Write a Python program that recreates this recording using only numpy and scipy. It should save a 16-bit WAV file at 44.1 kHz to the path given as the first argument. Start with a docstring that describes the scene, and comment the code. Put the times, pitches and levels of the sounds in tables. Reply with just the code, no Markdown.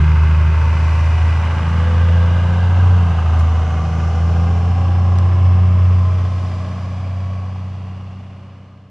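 """A six-cylinder diesel pickup, towing a trailer past a lawn on a country road, changes gear once.
Exhaust: drone and octave at the firing rate, weaker tones from unequal cylinders, swelling crank harmonics.
Engine clatter and tyre roar: noise gated by the firings, coloured by view, gliding body resonances and
a reflection; low rumble puffs with the firings. Two faint ticks nearby; a long fade runs to the end."""
import sys
import numpy as np
from scipy import signal
from scipy.fft import rfft, irfft, next_fast_len
from scipy.io import wavfile
from scipy.ndimage import uniform_filter1d

SR = 44100
rng = np.random.default_rng(int(sys.argv[2]) if len(sys.argv) > 2 else 0)


def store_wav(level_fs):
    """Save 16-bit WAV to argv[1]."""
    pcm = np.round(np.clip(np.atleast_2d(level_fs), -1, 1) * 32767)
    wavfile.write(sys.argv[1], SR, pcm.T.astype(np.int16))


N = 392490
T = np.arange(N) / SR
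FRAME = 1024
HZ = np.fft.rfftfreq(FRAME, 1 / SR)

# times of the front, side, rear-quarter and rear views [s]
VIEW_TIMES_S = [0.599, 2.6, 4.799, 7.0]


def gain_of(db):
    """Amplitude ratio of a level in dB."""
    return 10 ** (np.asarray(db) / 20)


def evened(x):
    """x scaled to rms 1."""
    return x / np.sqrt(np.mean(x ** 2) + 1e-20)


def read(points, hz):
    """A spectrum joined by straight lines on a log-frequency axis."""
    f, value = np.transpose(points)
    return np.interp(np.log(hz + 1), np.log(f + 1), value)


def follow(rows, t):
    """The columns of a curve at the times t."""
    s, *columns = np.transpose(rows)
    return [np.interp(t, s, column) for column in columns]


def drift(hz):
    """Slow random curve of rms 1, up to about hz."""
    size, rate_hz = 4096, 200
    f = np.fft.rfftfreq(size, 1 / rate_hz)
    spectrum = rfft(rng.standard_normal(size)) * np.exp(-(f / hz) ** 2)
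    return np.interp(T, np.arange(size) / rate_hz, evened(irfft(spectrum)))


def noise(colour, gate=1):
    """Noise of rms 1 with the given spectrum, gated before it is coloured."""
    size = next_fast_len(N, True)
    filter_gain = gain_of(read(colour, np.fft.rfftfreq(size, 1 / SR)))
    spectrum = rfft(gate * rng.standard_normal(N), size) * filter_gain
    return evened(irfft(spectrum, size)[:N])


def spectra(x):
    """Short-time spectra, one row a frame."""
    return signal.stft(x, nperseg=FRAME, noverlap=FRAME * 3 // 4)[2].T


def wave(z):
    """Waveform of short-time spectra."""
    return signal.istft(z.T, nperseg=FRAME, noverlap=FRAME * 3 // 4)[1][:N]


def at_level(gain, db, band):
    """Scales each moment of a gain field so that white noise leaves it with db in the band."""
    band_rms = np.sqrt((gain ** 2 * band).mean(1))
    return gain * (gain_of(db) / band_rms)[:, None]


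def distance_db(t):
    """Straight-line pass: level falls with distance, 0 dB at the nearest point."""
    road_m, truck_m_per_s, nearest_s = 47.4, 16.1, 1.08
    bearing_rad = np.arctan(truck_m_per_s * (t - nearest_s) / road_m)
    return 20 * np.log10(np.cos(bearing_rad))


def ticks():
    """Short bright noise puffs, different in each ear."""
    # start_s, level_db, rise_s, decay_s
    tick_rows = [(3.384, -41.5, .01, .016), (5.186, -31, .0005, .0015)]
    # pitch_hz, density_db_per_hz (relative)
    tick_colour = [(1000, 0), (3000, 8), (5500, 10), (9000, 3), (12000, -6), (15000, -30)]
    envelope = np.zeros(N)
    for start_s, level_db, rise_s, decay_s in tick_rows:
        age_s = np.maximum(T - start_s, 0)
        decay = np.exp(-np.maximum(age_s - rise_s, 0) / decay_s)
        envelope += gain_of(level_db) * np.minimum(age_s / rise_s, 1) * decay
    return envelope * np.array([noise(tick_colour), noise(tick_colour)])


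def rumble(cycles, nearest_db=-30.5, side_db=-22.0):
    """Low turbulence puffs out with each firing and stops in between, nearly the same in both ears."""
    # exhaust turbulence and road rumble: pitch_hz, density_db_per_hz (relative)
    rumble_colour = [(10, -11.5), (25, -9.5), (40, -7), (60, -5), (85, -6), (110, 0.5), (140, -2.5),
                     (180, -6.5), (225, -9.5), (270, -18.5), (400, -37.5), (1500, -120)]
    gate = evened(np.cos(np.pi * 6 * cycles) ** 4)
    mid = noise(rumble_colour, gate)
    side = gain_of(side_db) * np.outer([1, -1], noise(rumble_colour))
    return gain_of(nearest_db + distance_db(T)) * (mid + side)


def panel(age_s, hz, width_hz, half_s, glide_hz_per_s):
    """Strength 0-1 of one resonance, which swells, glides and sinks; age counts from its loudest moment."""
    offset_hz = HZ - hz - glide_hz_per_s * age_s
    return np.exp(-(offset_hz / width_hz) ** 2 - (age_s / half_s) ** 2)


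def sheen_db(t):
    """A bright band in the tyre hiss sinks in pitch as the truck draws away."""
    from_s, start_hz, sag_hz_per_s, width_hz, lift_db = 3.4, 5750, 270, 290, 4
    age_s = t[:, None] - from_s
    centre_hz = start_hz - sag_hz_per_s * age_s
    return lift_db * np.clip(2 * age_s, 0, 1) * np.exp(-((HZ - centre_hz) / width_hz) ** 2)


def radiation(t, clatter_db=-28, patchy_db=1.2, notch_hz=455):
    """Relative gain over time and frequency: view, resonances, reflections, hiss and distance."""
    # clatter and roar: pitch_hz, then relative front, side, rear_quarter, rear (density_db_per_hz)
    view_colour = [(143, -19, -10.5, -6.5, -4.5), (216, -5.5, -6.5, 2.5, 0.5), (294, -7.5, -6.5, -3.5, -1),
                   (414, -4.5, -4, -4, -2.5), (546, -5.5, -1.5, -1, -0.5), (734, -9.5, -6.5, -2, -0.5),
                   (930, -1.5, 0, -6, -5), (1212, -3.5, -2.5, -4, -2.5), (1468, -1.5, -5, -13.5, -12),
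                   (1970, -14, -14, -17.0, -14.0), (2370, -11.0, -15.0, -17, -13.5),
                   (2866, -10.5, -11.5, -14.5, -15.5), (3330, -21.0, -18, -20, -16.5),
                   (4200, -18.5, -16, -27, -23)]
    # body resonances as the truck turns past: pitch_hz, width_hz, loudest_s, half_s, glide_hz_per_s, lift_db
    panel_rows = [(758, 42, 3.6, 1.8, 10, 8.5), (912, 58, 0.7, 1.1, 10, 5.5), (1600, 90, 0.3, 0.7, 0, 3.5),
                  (1173, 49, 0.2, 0.6, 0, 5.0), (1046, 59, 0.9, 0.5, 0, 4.0),
                  (1205, 69, 3.2, 1.2, -30, 5.0), (1055, 72, 5.7, 1.9, 0, 5.0),
                  (1441, 53, 4.0, 0.8, -30, 9.0), (1590, 73, 2.8, 0.9, -10, 7.5),
                  (1582, 52, 4.6, 0.5, 10, 6.5), (1695, 48, 5.9, 1.5, 10, 5.5),
                  (2000, 114, 0.8, 1.8, 0, 7.5), (2151, 71, 3.7, 0.5, -80, 6.5),
                  (2015, 52, 4.8, 0.8, -80, 4.5), (2305, 70, 6.8, 1.1, 0, 8),
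                  (2389, 51, 2.4, 0.3, -50, 5.5), (2370, 82, 1.0, 0.6, 0, 6.0),
                  (2545, 38, 0.9, 0.65, 0, 8.5), (2767, 77, 2.7, 0.6, -180, 5.5),
                  (2337, 78, 4.7, 1.1, -170, 4.0), (2718, 53, 5.6, 0.9, -60, 7),
                  (2802, 123, 8.2, 0.9, 10, 6.5), (6540, 770, 3.9, 0.9, 0, 3.5)]
    # reflection strength: pitch_hz, share
    echo_share = [(300, .01), (900, 0.15), (1400, 0.22), (1850, 0.27), (2400, 0.076), (3300, 0.088),
                  (7000, 0.12)]
    # tyre hiss dulled by the air: pitch_hz, density_db_per_hz (relative)
    hiss_colour = [(3000, -1.5), (3500, -0.5), (4200, 0), (5500, -0.5), (7000, -7.5), (8500, -14.5),
                   (10500, -21), (12000, -28.5), (14500, -53.5)]
    # tyre hiss before the overall trim: time_s, level_db
    hiss_level = [(0, -49), (0.45, -50), (0.9, -46.5), (1.5, -48.5), (2.2, -49.5), (3.3, -51), (4.2, -49.5),
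                  (5, -52), (5.7, -53.5), (6.5, -49.5), (7.3, -52.5), (8.9, -55)]

    facing = np.array([np.interp(t, VIEW_TIMES_S, row) for row in np.eye(len(VIEW_TIMES_S))]).T
    hz, *views = np.transpose(view_colour)
    view_db = facing @ np.array([read(np.c_[hz, view], HZ) for view in views])

    # many weak ground paths: slowly shifting peaks and dips
    patches = uniform_filter1d(rng.standard_normal(view_db.shape), size=150, axis=0)
    patches = uniform_filter1d(patches, size=2, axis=1)
    lift_db = patchy_db * evened(patches)
    for centre_hz, width_hz, loudest_s, half_s, glide_hz_per_s, panel_db in panel_rows:
        lift_db += panel_db * panel(t[:, None] - loudest_s, centre_hz, width_hz, half_s, glide_hz_per_s)
    lift_db += sheen_db(t)

    # a path about 2 ms longer cuts evenly spaced notches
    comb = abs(1 - read(echo_share, HZ) * np.exp(2j * np.pi * HZ / notch_hz))
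    ripple = gain_of(lift_db) * comb
    hiss_db, = follow(hiss_level, t)
    body_band, hiss_band = (HZ > 400) & (HZ < 3000), (HZ > 3500) & (HZ < 9000)
    body = at_level(ripple * gain_of(view_db), clatter_db + distance_db(t), body_band)
    hiss = at_level(ripple * gain_of(read(hiss_colour, HZ)), hiss_db, hiss_band)
    high = np.interp(HZ, [3200, 4200], [0, 1])
    return (1 - high) * body + high * hiss


def knocks(cycles, burn_spread_db=1.6, ring_firings=0.93, memory_s=0.699, size=3072):
    """Cylinders knock unequally in a pattern repeated each cycle, slowly changing as the truck turns past.
    Returns the repeating knocks and the fresh noise that pulses gently with them."""
    # unequal knocks in firing order: level_db (relative)
    cylinder_db = [3.5, -1, -3.5, 1.5, -3.5, -2]
    # steady wash smears the knocks: share_of_knock in the front, side, rear-quarter and rear views
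    wash_share = [.35, .55, .8, 1.3]
    firing = (6 * cycles).astype(int)
    # no two firings burn quite alike
    burn_db = burn_spread_db * rng.standard_normal(firing[-1] + 1)
    strength = gain_of(np.take(cylinder_db, firing % 6) + burn_db[firing])
    pulse = strength * np.exp(-(6 * cycles % 1) / ring_firings)
    gate = evened(np.interp(T, VIEW_TIMES_S, wash_share) + pulse)

    patterns = rng.standard_normal((64, size))
    place = (cycles % 1 * size).astype(int)
    age = T / memory_s
    old = age.astype(int)
    blend = age % 1 * np.pi / 2  # equal-power crossfade
    repeating = np.cos(blend) * patterns[old, place] + np.sin(blend) * patterns[old + 1, place]
    fresh = evened(gate ** 0.15) * rng.standard_normal(N)
    return gate * repeating, fresh


def clatter(cycles, trim_db=0.17, side_trim_db=-0.5):
    """Knocks and roar reach two microphone ports directly, and faintly from all sides off the trees."""
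    # part repeating every engine cycle: pitch_hz, power_share
    repeat_share = [(250, .4), (500, .35), (1000, .62), (1600, .6), (2800, .52), (5000, .06)]
    # stereo width before side_trim_db: pitch_hz, side_minus_mid_db
    side_level = [(250, -19.5), (500, -23.5), (1000, -19.5), (2000, -15), (3000, -12.5), (4000, -7.5),
                  (5400, -5), (6300, -5.5), (8000, 0), (12000, 2.5)]
    # part of the side signal from a lag between the ports: pitch_hz, share
    lag_share = [(4500, 0.064), (5300, 0.69), (6300, .35), (8000, .35), (12000, .1)]
    # unequal port colour: pitch_hz, left_minus_right_db
    port_balance = [(250, 1.5), (800, -0.1), (1280, 1.5), (1550, -2), (2300, -0.5), (4600, -0.5),
                    (5300, 1.5), (6500, 0.5), (12000, -0.5)]
    repeating, fresh = (spectra(x) for x in knocks(cycles))
    gain = gain_of(trim_db) * radiation(np.linspace(0, N / SR, len(fresh)))
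    share = np.clip(read(repeat_share, HZ), 0, 1)
    lag = np.clip(read(lag_share, HZ), 0, 1)
    direct = np.sqrt(share) * repeating + np.sqrt(1 - share) * fresh
    scattered = spectra(rng.standard_normal(N))
    side = np.sqrt(1 - lag ** 2) * scattered - 1j * lag * direct
    side = gain_of(read(side_level, HZ) + side_trim_db) * side
    lean = gain_of(read(port_balance, HZ) / 2)
    return np.array([wave(gain * (direct + side) * lean), wave(gain * (direct - side) / lean)])


def swells(cycles, trim_db=2.0, comb_db=-55, flutter_db=2.0, waver_rad=0.54, waver_hz=5):
    """A faint crank-harmonic comb glides with the revs; single ones swell and sink as the truck turns past."""
    # harmonics that sing out: multiple_of_cycle, loudest_s, half_s, level_db (before trim_db)
    swell_rows = [(14, 5.1, .3, -41), (15, 1.85, .33, -36), (18, 3.7, .4, -44), (24, 5.4, .5, -46),
                  (30, .2, .3, -46), (30, 2.8, .3, -44), (30, 4.45, .28, -44), (36, 2.2, .3, -40.5),
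                  (36, 4.1, .6, -45), (36, 8.6, .4, -46), (42, 6.3, .7, -47), (44, 2.25, .2, -45),
                  (48, 2.75, .28, -46), (51, 2.85, .3, -42), (53, 2.8, .22, -45), (51, 4.9, .55, -42),
                  (54, 1.2, .4, -44), (56, 3.6, .3, -41), (57, 3.7, .38, -43), (63, 1.65, .28, -42),
                  (66, 2.75, .3, -45), (69, .6, .6, -42), (69, 6.2, .3, -46), (72, 7.4, .55, -46),
                  (79, 1.1, .3, -44), (87, 4.0, .25, -45)]
    levels = {order: gain_of(comb_db + distance_db(T)) for order in range(21, 91, 3)}
    for order, loudest_s, half_s, level_db in swell_rows:
        swell = gain_of(level_db + trim_db) * np.exp(-.5 * ((T - loudest_s) / half_s) ** 2)
        levels[order] = np.hypot(levels.get(order, 0), swell)
    out = np.zeros(N)
    for order, level in levels.items():
        phase = 2 * np.pi * (order * cycles + rng.random()) + waver_rad * drift(waver_hz)
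        out += level * gain_of(flutter_db * drift(waver_hz)) * np.cos(phase)
    return np.sqrt(2) * out


def exhaust(cycles, flutter_db=0.5, octave_flutter_db=1.5, octave_lag_rad=.7, waver=0.08, waver_hz=1.7):
    """Six firings a cycle give drone and lagging octave; unequal cylinders add tones that waver in the air."""
    # firing tone: time_s, level_db
    drone_level = [(0.0, -10), (0.79, -13.0), (1.25, -12), (1.6, -17), (2.05, -10.5), (2.56, -14),
                   (2.94, -8), (3.14, -15.5), (3.41, -11), (3.85, -18), (4.35, -13), (4.62, -13.5),
                   (5.96, -9), (6.74, -21), (7.26, -15), (8.9, -26)]
    # its octave: time_s, level_db
    octave_level = [(0, -21), (.45, -27.5), (.7, -32.5), (1.0, -29.5), (1.22, -40), (1.7, -28.5),
                    (2.1, -28.5), (2.55, -25.5), (2.75, -31.5), (3.1, -25), (3.3, -35), (3.62, -38),
                    (3.85, -26), (4.15, -31), (4.45, -25), (5.1, -31), (5.35, -35.5), (5.6, -27.5),
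                    (6.25, -33), (7.1, -30), (8.9, -31.5)]
    # unequal cylinders: multiple_of_cycle, then front, side, rear_quarter, rear (level_db)
    uneven_rows = [(4, -46.5, -48, -40, -42), (5, -44.5, -64.5, -59.5, -62),
                   (7, -48.5, -48.5, -43.5, -64.5), (8, -29.5, -34, -30, -31), (9, -33, -37, -34.5, -37.5),
                   (10, -30, -34, -36, -40), (13, -50, -46.5, -45, -45.5), (14, -58, -40, -57, -47),
                   (15, -45.5, -40, -41, -46), (17, -46.5, -62.5, -44.5, -61), (18, -58, -47, -41, -51.5)]
    firing_db, = follow(drone_level, T)
    octave_db, = follow(octave_level, T)
    turn = 2 * np.pi * cycles
    out = gain_of(firing_db + flutter_db * drift(12)) * np.cos(6 * turn)
    # the pipe delays the octave, so each pulse leans
    octave_phase = 12 * turn - octave_lag_rad + .3 * drift(.8)
    out += gain_of(octave_db + octave_flutter_db * drift(8)) * np.cos(octave_phase)
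    for order, *view_db in uneven_rows:
        air = 1 + waver * drift(waver_hz)
        phase = order * turn + 2 * np.pi * rng.random() + waver * drift(waver_hz)
        out += gain_of(np.interp(T, VIEW_TIMES_S, view_db)) * air * np.cos(phase)
    return np.sqrt(2) * out


def scene():
    """One engine-cycle count drives all engine layers; revs climb, drop at the gear change, climb again."""
    # engine speed: time_s, firing_hz
    engine_speed = [(0.0, 77.5), (0.44, 78.3), (1.7, 82.7), (2.92, 90.1), (3.2, 81.3), (3.81, 80.8),
                    (4.3, 83.3), (4.71, 87.4), (5.25, 90.0), (6.68, 90.9), (7.2, 92.6), (8.9, 94.8)]
    firing_hz, = follow(engine_speed, T)
    cycles = np.cumsum(firing_hz) / SR / 6
    # left and right trims in dB
    tones = exhaust(cycles) * gain_of([[-.1], [.1]]) + swells(cycles) * gain_of([[.4], [-.4]])
    onset = np.minimum(T / .003, 1)
    return onset * (tones + clatter(cycles) + rumble(cycles) + ticks())


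def record(dry):
    """Straight fade, about 20 dB down at the end, then a low-pass band limit."""
    fade_from_s, fade_to_s, edge_hz = 5.43, 9.295, 14900  # the fade would reach silence after the end
    faded = dry * np.clip((fade_to_s - T) / (fade_to_s - fade_from_s), 0, 1)
    low_pass = signal.firwin(511, edge_hz, window=("kaiser", 9), fs=SR)
    return signal.oaconvolve(faded, low_pass[None], "same")


dry = scene()
out = record(dry)
store_wav(out)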